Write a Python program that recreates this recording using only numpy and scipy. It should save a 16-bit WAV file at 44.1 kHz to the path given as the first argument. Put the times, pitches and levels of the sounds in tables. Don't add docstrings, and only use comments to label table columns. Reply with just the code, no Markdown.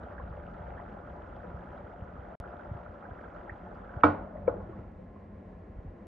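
import sys
import numpy as np
from scipy import signal
from scipy.fft import rfft, irfft, next_fast_len
from scipy.io import wavfile
from scipy.ndimage import map_coordinates

SR = 44100
rng = np.random.default_rng(int(sys.argv[2]) if len(sys.argv) > 2 else 0)


def store_wav(level_fs):
    pcm = np.round(np.clip(np.atleast_2d(level_fs), -1, 1) * 32767)
    wavfile.write(sys.argv[1], SR, pcm.T.astype(np.int16))


def ratio_of_db(decibels):
    return 10 ** (np.asarray(decibels, float) / 20)


N = 267676

LID_DOWN_S, SETTLE_S = 4.1, 0.04
LID_SHUT_S, SEAL_S = 4.68, 0.29
HALF = np.array([[.5], [-.5]])


def unit(x):
    return x / np.sqrt(np.mean(x ** 2) + 1e-20)


def along(points, hz):
    f, v = np.transpose(points)
    return np.interp(np.log(hz + 1), np.log(f + 1), v)


def wobble(rate):
    knots = rng.standard_normal(int(N * rate / SR) + 4)
    return map_coordinates(knots, [np.arange(N) * rate / SR])


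def filtered(x, response):
    m = next_fast_len(x.shape[-1] + 8192)
    spectrum = rfft(x, m) * response(np.fft.rfftfreq(m, 1 / SR))
    return irfft(spectrum, m)[..., :x.shape[-1]]


def coloured(x, spectrum):
    return unit(filtered(x, lambda hz: ratio_of_db(along(spectrum, hz))))


def resonance(hz, centre_hz, width_hz):
    return 1 / (1 + (2 * (hz - centre_hz) / width_hz) ** 2)


def boosted(x, modes):
    return filtered(x, lambda hz: ratio_of_db(sum(db * resonance(hz, mode_hz, width) for mode_hz, width, db in modes)))


def bursts(s, size, hz, cycles, rise, attack, order):
    t = np.arange(order)[None] / SR
    turns = hz[:, None] * t
    age = turns / np.reshape(cycles, (-1, 1))
    tone = np.sin(2 * np.pi * turns * (1 + np.reshape(rise, (-1, 1)) * age))
    soft_start = (1 - np.exp(-turns / attack)) ** 2
    closing = 1 - (t * SR / order) ** 2
    shape = np.exp(-age) * soft_start * closing * size[:, None]
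    at = (s * SR).astype(int)[:, None] + np.arange(order)
    return np.bincount(at.ravel(), (tone * shape).ravel(), N + SR)[:N]


def decays(t60s, seconds, channels):
    hz, t, z = signal.stft(rng.standard_normal((channels, int(seconds * SR))), SR, nperseg=256)
    fall = ratio_of_db(-60 * t / along(t60s, hz)[:, None])
    tail = signal.istft(z * fall, SR, nperseg=256)[1]
    return tail / np.linalg.norm(tail, axis=1, keepdims=True)


def bubbling(count=11000):
    # frequency in Hz, relative level in dB.
    open_colour = [(130, -35), (200, 5), (290, -25.5), (340, 0), (420, -8.5), (580, -2), (710, -6.5),
                   (1050, -13), (1360, -5), (1850, -20), (2400, -30), (3300, -32), (4200, -44), (6500, -46),
                   (9500, -62.5), (12000, -110)]
    # frequency in Hz, width in Hz, boost in dB.
    pan_walls = [(586, 22, 6.5), (705, 6.2, 13), (829.5, 64, 6.5), (991, 14, 11.5), (1360, 260, -1.5)]
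    boil_db = -49
    crowds = []
    for _ in range(2):
        when = rng.random(count) * N / SR
        size = ratio_of_db(3.4 * rng.standard_normal(count))
        hz = np.minimum(1300 * np.exp(.75 * rng.standard_normal(count)), 9000)
        crowd = bursts(when, size, hz, cycles=1.2 + hz / 900, rise=.08, attack=.7, order=360)
        hiss = .65 * rng.standard_normal(N)
        crowds.append(unit(crowd) + hiss)
    swell = boil_db + shut_in() + 0.66 * wobble(3.9) + 0.6 * wobble(22)
    return ratio_of_db(swell) * coloured(boosted(np.array(crowds), pan_walls), open_colour)


def shut_in():
    tilted_db, shut_db = -4.5, -16
    t = np.arange(N) / SR
    landed = np.clip((t - LID_DOWN_S) / SETTLE_S, 0, 1)
    sealed = np.clip((t - LID_SHUT_S) / SEAL_S, 0, 1)
    return tilted_db * landed + shut_db * sealed


def pops():
    # start in seconds, level in dB, pitch in Hz.
    spit_list = [(0.034, -52, 3300), (0.125, -68, 4300), (0.23, -61, 3400), (0.3, -61, 4170),
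                 (0.3686, -50, 2500), (0.466, -46, 2550), (0.488, -60, 2500), (0.539, -62, 4000),
                 (0.705, -44, 2000), (0.799, -39, 1690), (0.898, -53, 2870), (0.9203, -53, 2420),
                 (1.221, -53, 2920), (1.363, -50, 3000), (1.366, -62, 4580), (1.66, -65, 3700),
                 (1.734, -55, 2650), (1.775, -59, 3400), (1.9365, -61, 2980), (1.991, -54, 2750),
                 (2.2064, -54, 2800), (2.984, -59, 2340), (2.775, -63, 4200), (3.432, -57, 3100),
                 (3.58, -63, 3900), (3.75, -59, 4300), (4.005, -46.5, 1930), (4.0106, -47, 2520)]
    # start in seconds, level in dB, starting pitch in Hz.
    pop_list = [(0.033, -40.5, 1340), (0.062, -35, 702), (0.108, -39.5, 1360), (0.18, -33, 1455),
                (0.195, -36.5, 524), (0.275, -40, 703), (0.372, -41, 525), (0.485, -37, 1190),
                (0.593, -43, 674), (0.7774, -38, 1520), (0.94, -39, 575), (0.972, -41, 787),
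                (1.072, -39, 1250), (1.365, -34, 690), (1.437, -35.5, 480), (1.622, -35.5, 758),
                (1.763, -37.5, 730), (1.778, -42, 1140), (1.938, -35.5, 682), (2.06, -53, 810),
                (2.165, -37, 1190), (2.32, -37.5, 628), (2.4395, -32.5, 1300), (2.5947, -36.5, 1320),
                (2.651, -36.5, 800), (2.774, -37.5, 1194), (2.818, -49, 776), (2.742, -51, 907),
                (2.862, -33.5, 1257), (3.025, -36, 1230), (3.086, -35, 705), (3.11, -40.5, 1405),
                (3.24, -38, 1405), (3.362, -35, 1215), (3.478, -36.5, 788), (3.495, -29, 1605),
                (0.2154, -44, 1490), (0.335, -48, 1500), (0.198, -33.5, 1034), (0.234, -46, 600),
                (0.99, -41, 495), (1.129, -37, 567), (3.052, -36.5, 1412), (3.342, -35.5, 570),
                (3.19, -39, 1440), (3.669, -37, 840), (3.893, -36, 1355), (3.937, -38, 1366),
                (4.262, -36, 593), (4.368, -49, 1680), (4.443, -50, 545), (4.987, -39.5, 500),
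                (5.16, -44.5, 1020), (5.218, -49.5, 1030), (5.798, -52, 793)]
    chirp_hz = 1700
    s, db, hz = np.transpose(spit_list)
    spits = bursts(s, ratio_of_db(db), hz, cycles=2.0, rise=0.03, attack=0.6, order=400)
    s, db, hz = np.transpose(pop_list)
    rise = 0.076 * (hz / chirp_hz) ** 2
    return spits + bursts(s, ratio_of_db(db), hz, cycles=4.5, rise=rise, attack=0.9, order=2400)


def thumps():
    # start in seconds, level in dB, starting pitch in Hz.
    thump_list = [(0.233, -31, 120), (0.305, -25.5, 105), (0.748, -31, 112), (1.541, -25, 105),
                  (1.838, -29.5, 100), (2.02, -25.5, 112), (2.186, -29.5, 96.5), (2.392, -21, 107),
                  (2.713, -20, 114), (2.749, -24.5, 127), (2.887, -33.5, 95), (3.113, -29, 108),
                  (3.517, -29.5, 111), (3.967, -20, 121), (4.695, -30.5, 122), (4.789, -26.5, 116),
                  (4.866, -32, 71.5), (4.989, -37, 228), (5.64, -40.5, 71.2), (5.695, -32.5, 95),
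                  (5.763, -27, 75), (5.785, -25.5, 90), (5.847, -28.5, 192), (5.857, -27.5, 100),
                  (5.877, -26, 79.4)]
    s, db, hz = np.transpose(thump_list)
    return bursts(s, ratio_of_db(db), hz, cycles=1.0, rise=-0.1, attack=0.3, order=6000)


def ringing_mode(mode, t, decay_share):
    waver_db, waver_rate = 5, 55
    bloom = 0.66
    hz, db, t60, lean_db, lead = mode
    knots = rng.standard_normal((2, waver_rate))
    flutter = np.array([np.interp(t * waver_rate, np.arange(waver_rate), port) for port in knots])
    flutter_db = waver_db * flutter * np.minimum(t / .02, 1) * hz ** 2 / (hz ** 2 + 700 ** 2)
    level = ratio_of_db(db + HALF * lean_db - 60 * t / (decay_share * t60) + flutter_db)
    build = (1 - np.exp(-bloom * hz * t)) ** 2
    return level * build * np.sin(2 * np.pi * hz * t + HALF * lead)


def lid():
    # start in seconds, ring in dB, contact tone in dB, contact pitch in Hz,
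    # half-width of the excited range in Hz.
    knocks = [(4.0335, -11, -2, 1142, 3600), (4.35, -30.5, -28, 624, 108), (4.474, -42, -32, 2270, 1600),
              (4.4756, -48.5, -30, 1590, 298), (4.4776, -12, -0.5, 501, 128.4),
              (4.49, -39, -24.5, 1223, 120), (4.6, -31, -28, 500, 150), (4.693, -42, -22.5, 348, 505),
              (4.73, -50, -33.5, 1110, 200), (4.787, -42.5, -26, 352, 496)]
    # frequency in Hz, relative level in dB, t60 in seconds before the
    # decay share shortens it, left over right in dB, radians by which left leads.
    lid_modes = [(92.5, -7.0, 0.36, 0.2, -0.03), (187.0, -30.0, 0.6, 0.2, -0.01),
                 (221.0, -26.0, 0.3, -0.0, -0.08), (299.0, -4.0, 0.32, -0.8, -0.4),
                 (468.0, -10.0, 0.34, -4.7, -0.9), (520.0, -16, 0.2, 4.7, -0.29),
                 (570.0, -13.0, 0.36, 2.8, -1.25), (634.0, -15.0, 0.45, 0.8, -0.43),
                 (696.0, -13.0, 0.25, -7.8, 0.78), (740.0, -20.0, 0.25, -10.2, 0.23),
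                 (781.0, -22.0, 0.35, -0.6, 0.38), (857.0, -14.0, 0.33, -0.7, -0.1),
                 (980.0, 19.5, 0.022, 2, 0.74), (1035.0, -11, 0.27, -4, -2.21),
                 (1105.0, -16, 0.33, 1, -1.28), (1215.0, -19, 0.35, 0, -2.25),
                 (1270.0, -18, 0.33, -7, 0.29), (1300.0, 16.5, 0.026, -4.5, -0.89),
                 (1355.0, -16, 0.3, 0, -1.66), (1400.0, -22, 0.3, -10, -0.74),
                 (1464.0, -16, 0.4, -2, -0.63), (1600.0, -24.0, 0.25, -1.3, -0.37),
                 (1830.0, -4.0, 0.04, -1.8, 0.36), (1890.0, -36.0, 0.4, -0.2, -0.17),
                 (2020.0, -38.0, 0.35, 2.1, -0.1), (2270.0, -34.0, 0.3, 0.6, -0.47),
                 (2290.0, -5, 0.04, 1.9, 0.32), (2325.0, -36, 0.4, -3, 0.13), (2500.0, -43, 0.3, 4, 0.45),
                 (2740.0, -17.0, 0.05, -0.6, 0.24), (3112.0, -38.0, 0.15, -0.7, 0.03),
                 (3370.0, -24.0, 0.05, -0.1, 0.28), (3500.0, -40.0, 0.2, -1.6, 0.22),
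                 (3650.0, -25.0, 0.05, 1.7, 0.19), (5200.0, -36.0, 0.05, -0.0, -0.61),
                 (5830.0, -36.0, 0.05, 1.6, -1.14), (6800.0, -42.0, 0.04, -0.0, -1.24)]
    # frequency in Hz, relative level in dB.
    crack_colour = [(50, -39.5), (100, -8.5), (300, -7), (390, -19), (600, -14), (1300, -23), (1650, -31.5),
                    (2300, -35.5), (3300, -42.5), (4500, -45.5), (6500, -61.5), (9500, -64), (13000, -91.5),
                    (16000, -110)]
    # frequency in Hz, t60 in seconds.
    kitchen_decay = [(100, 0.13), (500, 0.67), (1500, 0.55), (3000, 0.33), (5000, 0.23), (10000, 0.22)]
    meet_s, contact_t60_s = 0.0021, 0.026
    tones, cracks = np.zeros((2, N + SR)), np.zeros((2, N + SR))
    t = np.arange(SR * 3 // 5) / SR
    press = (1 - np.exp(-t / meet_s)) ** 3
    mode_array = np.array(lid_modes)
    for s, ring_db, contact_db, spot_hz, width_hz in knocks:
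        decay_share, held_hz = (0.75, 20) if s < LID_DOWN_S else (0.48, 400)
        ring = np.zeros((2, len(t)))
        for k, mode in enumerate(lid_modes):
            ring += (-1) ** k * ringing_mode(mode, t, decay_share)
        crack = ratio_of_db(-25) * coloured(decays(kitchen_decay, 0.6, channels=2)[:, :len(t)], crack_colour)

        def excited(hz):
            held = (hz / (hz - 1j * held_hz)) ** 3
            return held / (1 + 1j * (hz - spot_hz) / width_hz)

        lean_db, lead = mode_array[np.argmin(abs(mode_array[:, 0] - spot_hz)), -2:]
        contact_level = press * ratio_of_db(contact_db + HALF * lean_db - 60 * t / contact_t60_s)
        contact = contact_level * np.sin(2 * np.pi * spot_hz * t + HALF * lead)
        strike = press * ratio_of_db(ring_db)
        here = slice(round(s * SR), round(s * SR) + len(t))
        tones[:, here] += filtered(strike * ring, excited) + contact
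        cracks[:, here] += filtered(strike * crack, excited)
    return tones[:, :N], cracks[:, :N]


def gap():
    # time in seconds, pitch in Hz, level in dB.
    gap_path = [(4.121, 758.6, -57.5), (4.22, 720, -57), (4.3, 677, -58.5), (4.359, 613, -46.5),
                (4.438, 560, -52), (4.551, 442.5, -41), (4.621, 380.2, -53), (4.701, 338.4, -56),
                (4.8, 270.7, -54.5), (4.919, 199, -57)]
    width_hz = 110
    t = np.arange(N) / SR
    s, hz, db = np.transpose(gap_path)
    slow = filtered(rng.standard_normal((4, N)), lambda f: resonance(f, 0, width_hz))
    turn = 2 * np.pi * np.cumsum(np.interp(t, s, hz)) / SR
    band = unit(slow[:2] * np.cos(turn) + slow[2:] * np.sin(turn))
    return ratio_of_db(np.interp(t, s, db, -120, -120)) * band


def hum():
    # frequency in Hz, width in Hz, level in dB before the fade.
    hum_modes = [(90, 11, -49.5), (196, 54, -49.5)]
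    fade_db_per_s = 6
    since = np.arange(N) / SR - LID_DOWN_S
    drone = np.zeros((2, N))
    for mode_hz, width, db in hum_modes:
        noise = rng.standard_normal((2, N))
        drone += ratio_of_db(db) * unit(filtered(noise, lambda hz: resonance(hz, mode_hz, width)))
    return np.clip(since / SETTLE_S, 0, 1) * ratio_of_db(-fade_db_per_s * since) * drone


def background():
    # frequency in Hz, relative level in dB.
    covered_colour = [(130, -29), (200, -1), (330, -6.5), (410, -8), (520, -6.5), (690, -11.5), (930, -18),
                      (1080, -18), (1220, -25.5), (1330, -24), (1550, -27.5), (1950, -26), (2400, -35),
                      (3500, -47), (5000, -54), (7000, -58), (9600, -63), (12000, -110)]
    # frequency in Hz, relative level in dB.
    low_colour = [(12, -63.5), (20, -21), (36, 2.5), (48, 9.5), (97, 5.5), (118, -1), (152, -1.5),
                  (178, 5.5), (242, -17.5), (300, -37.5), (390, -49.5), (660, -120)]
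    # frequency in Hz, width in Hz, boost in dB.
    glass_modes = [(1050, 10, 10), (1690, 48, 7)]
    covered_db, rumble_db, shut_rumble_db = -52.5, -50, -1.5
    sealed = np.clip((np.arange(N) / SR - LID_SHUT_S) / SEAL_S, 0, 1)
    lumps = ratio_of_db(rumble_db + shut_rumble_db * sealed - 1.6 * wobble(2) + 1.7 * wobble(9))
    simmer = coloured(boosted(rng.standard_normal((2, N)), glass_modes), covered_colour)
    air = ratio_of_db(covered_db + .8 * wobble(14)) * simmer
    return air + lumps * coloured(rng.standard_normal((2, N)), low_colour)


def scene():
    # frequency in Hz, left-right likeness (1 = identical).
    likeness = [(120, .998), (220, .98), (340, .85), (530, .72), (830, .5), (1280, .25), (1600, .45),
                (2000, .93), (2400, .96), (3800, .98), (5200, .8), (9000, .6)]
    loud = pops()
    echo_tail = decays([(500, 0.13), (3000, 0.13)], 0.19, channels=2)
    echo = signal.fftconvolve(loud[None], echo_tail, axes=1)[:, :N]
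    near = [[1], [0]] * (loud + thumps()) + [[.4], [.9]] * echo
    tones, cracks = lid()
    shared, differing = bubbling() + background() + near + cracks + gap() + hum()

    def turn(hz):
        return np.arccos(np.clip(along(likeness, hz), -1, 1)) / 2

    mid = filtered(shared, lambda hz: np.cos(turn(hz)))
    side = filtered(differing, lambda hz: np.sin(turn(hz)))
    return np.array([mid + side, mid - side]) + tones


def top_cut(x):
    return signal.sosfilt(signal.butter(12, 13500, fs=SR, output="sos"), x)


def record(dry):
    # frequency in Hz, left over right in dB.
    lean = [(250, 0), (360, .5), (510, 2), (730, 4.5), (1050, -1), (1500, -6), (2140, -2), (3060, 0)]
    # frequency in Hz, radians by which left leads.
    lead = [(500, 0), (780, -.2), (1120, .5), (1550, .9), (1850, .2), (2200, 0)]
    dropout = (2.3535, 2.4009)
    pair = filtered(dry, lambda hz: ratio_of_db(HALF * along(lean, hz)) * np.exp(1j * HALF * along(lead, hz)))
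    t = np.arange(N) / SR
    since = np.clip(t - dropout[0], 0, 1)
    fade = np.exp(-since / .0005) + ratio_of_db(-33 - 900 * since)
    gate = np.where((since > 0) & (t < dropout[1]), fade, 1)
    return top_cut(pair * gate)


dry = scene()
out = record(dry)
store_wav(out)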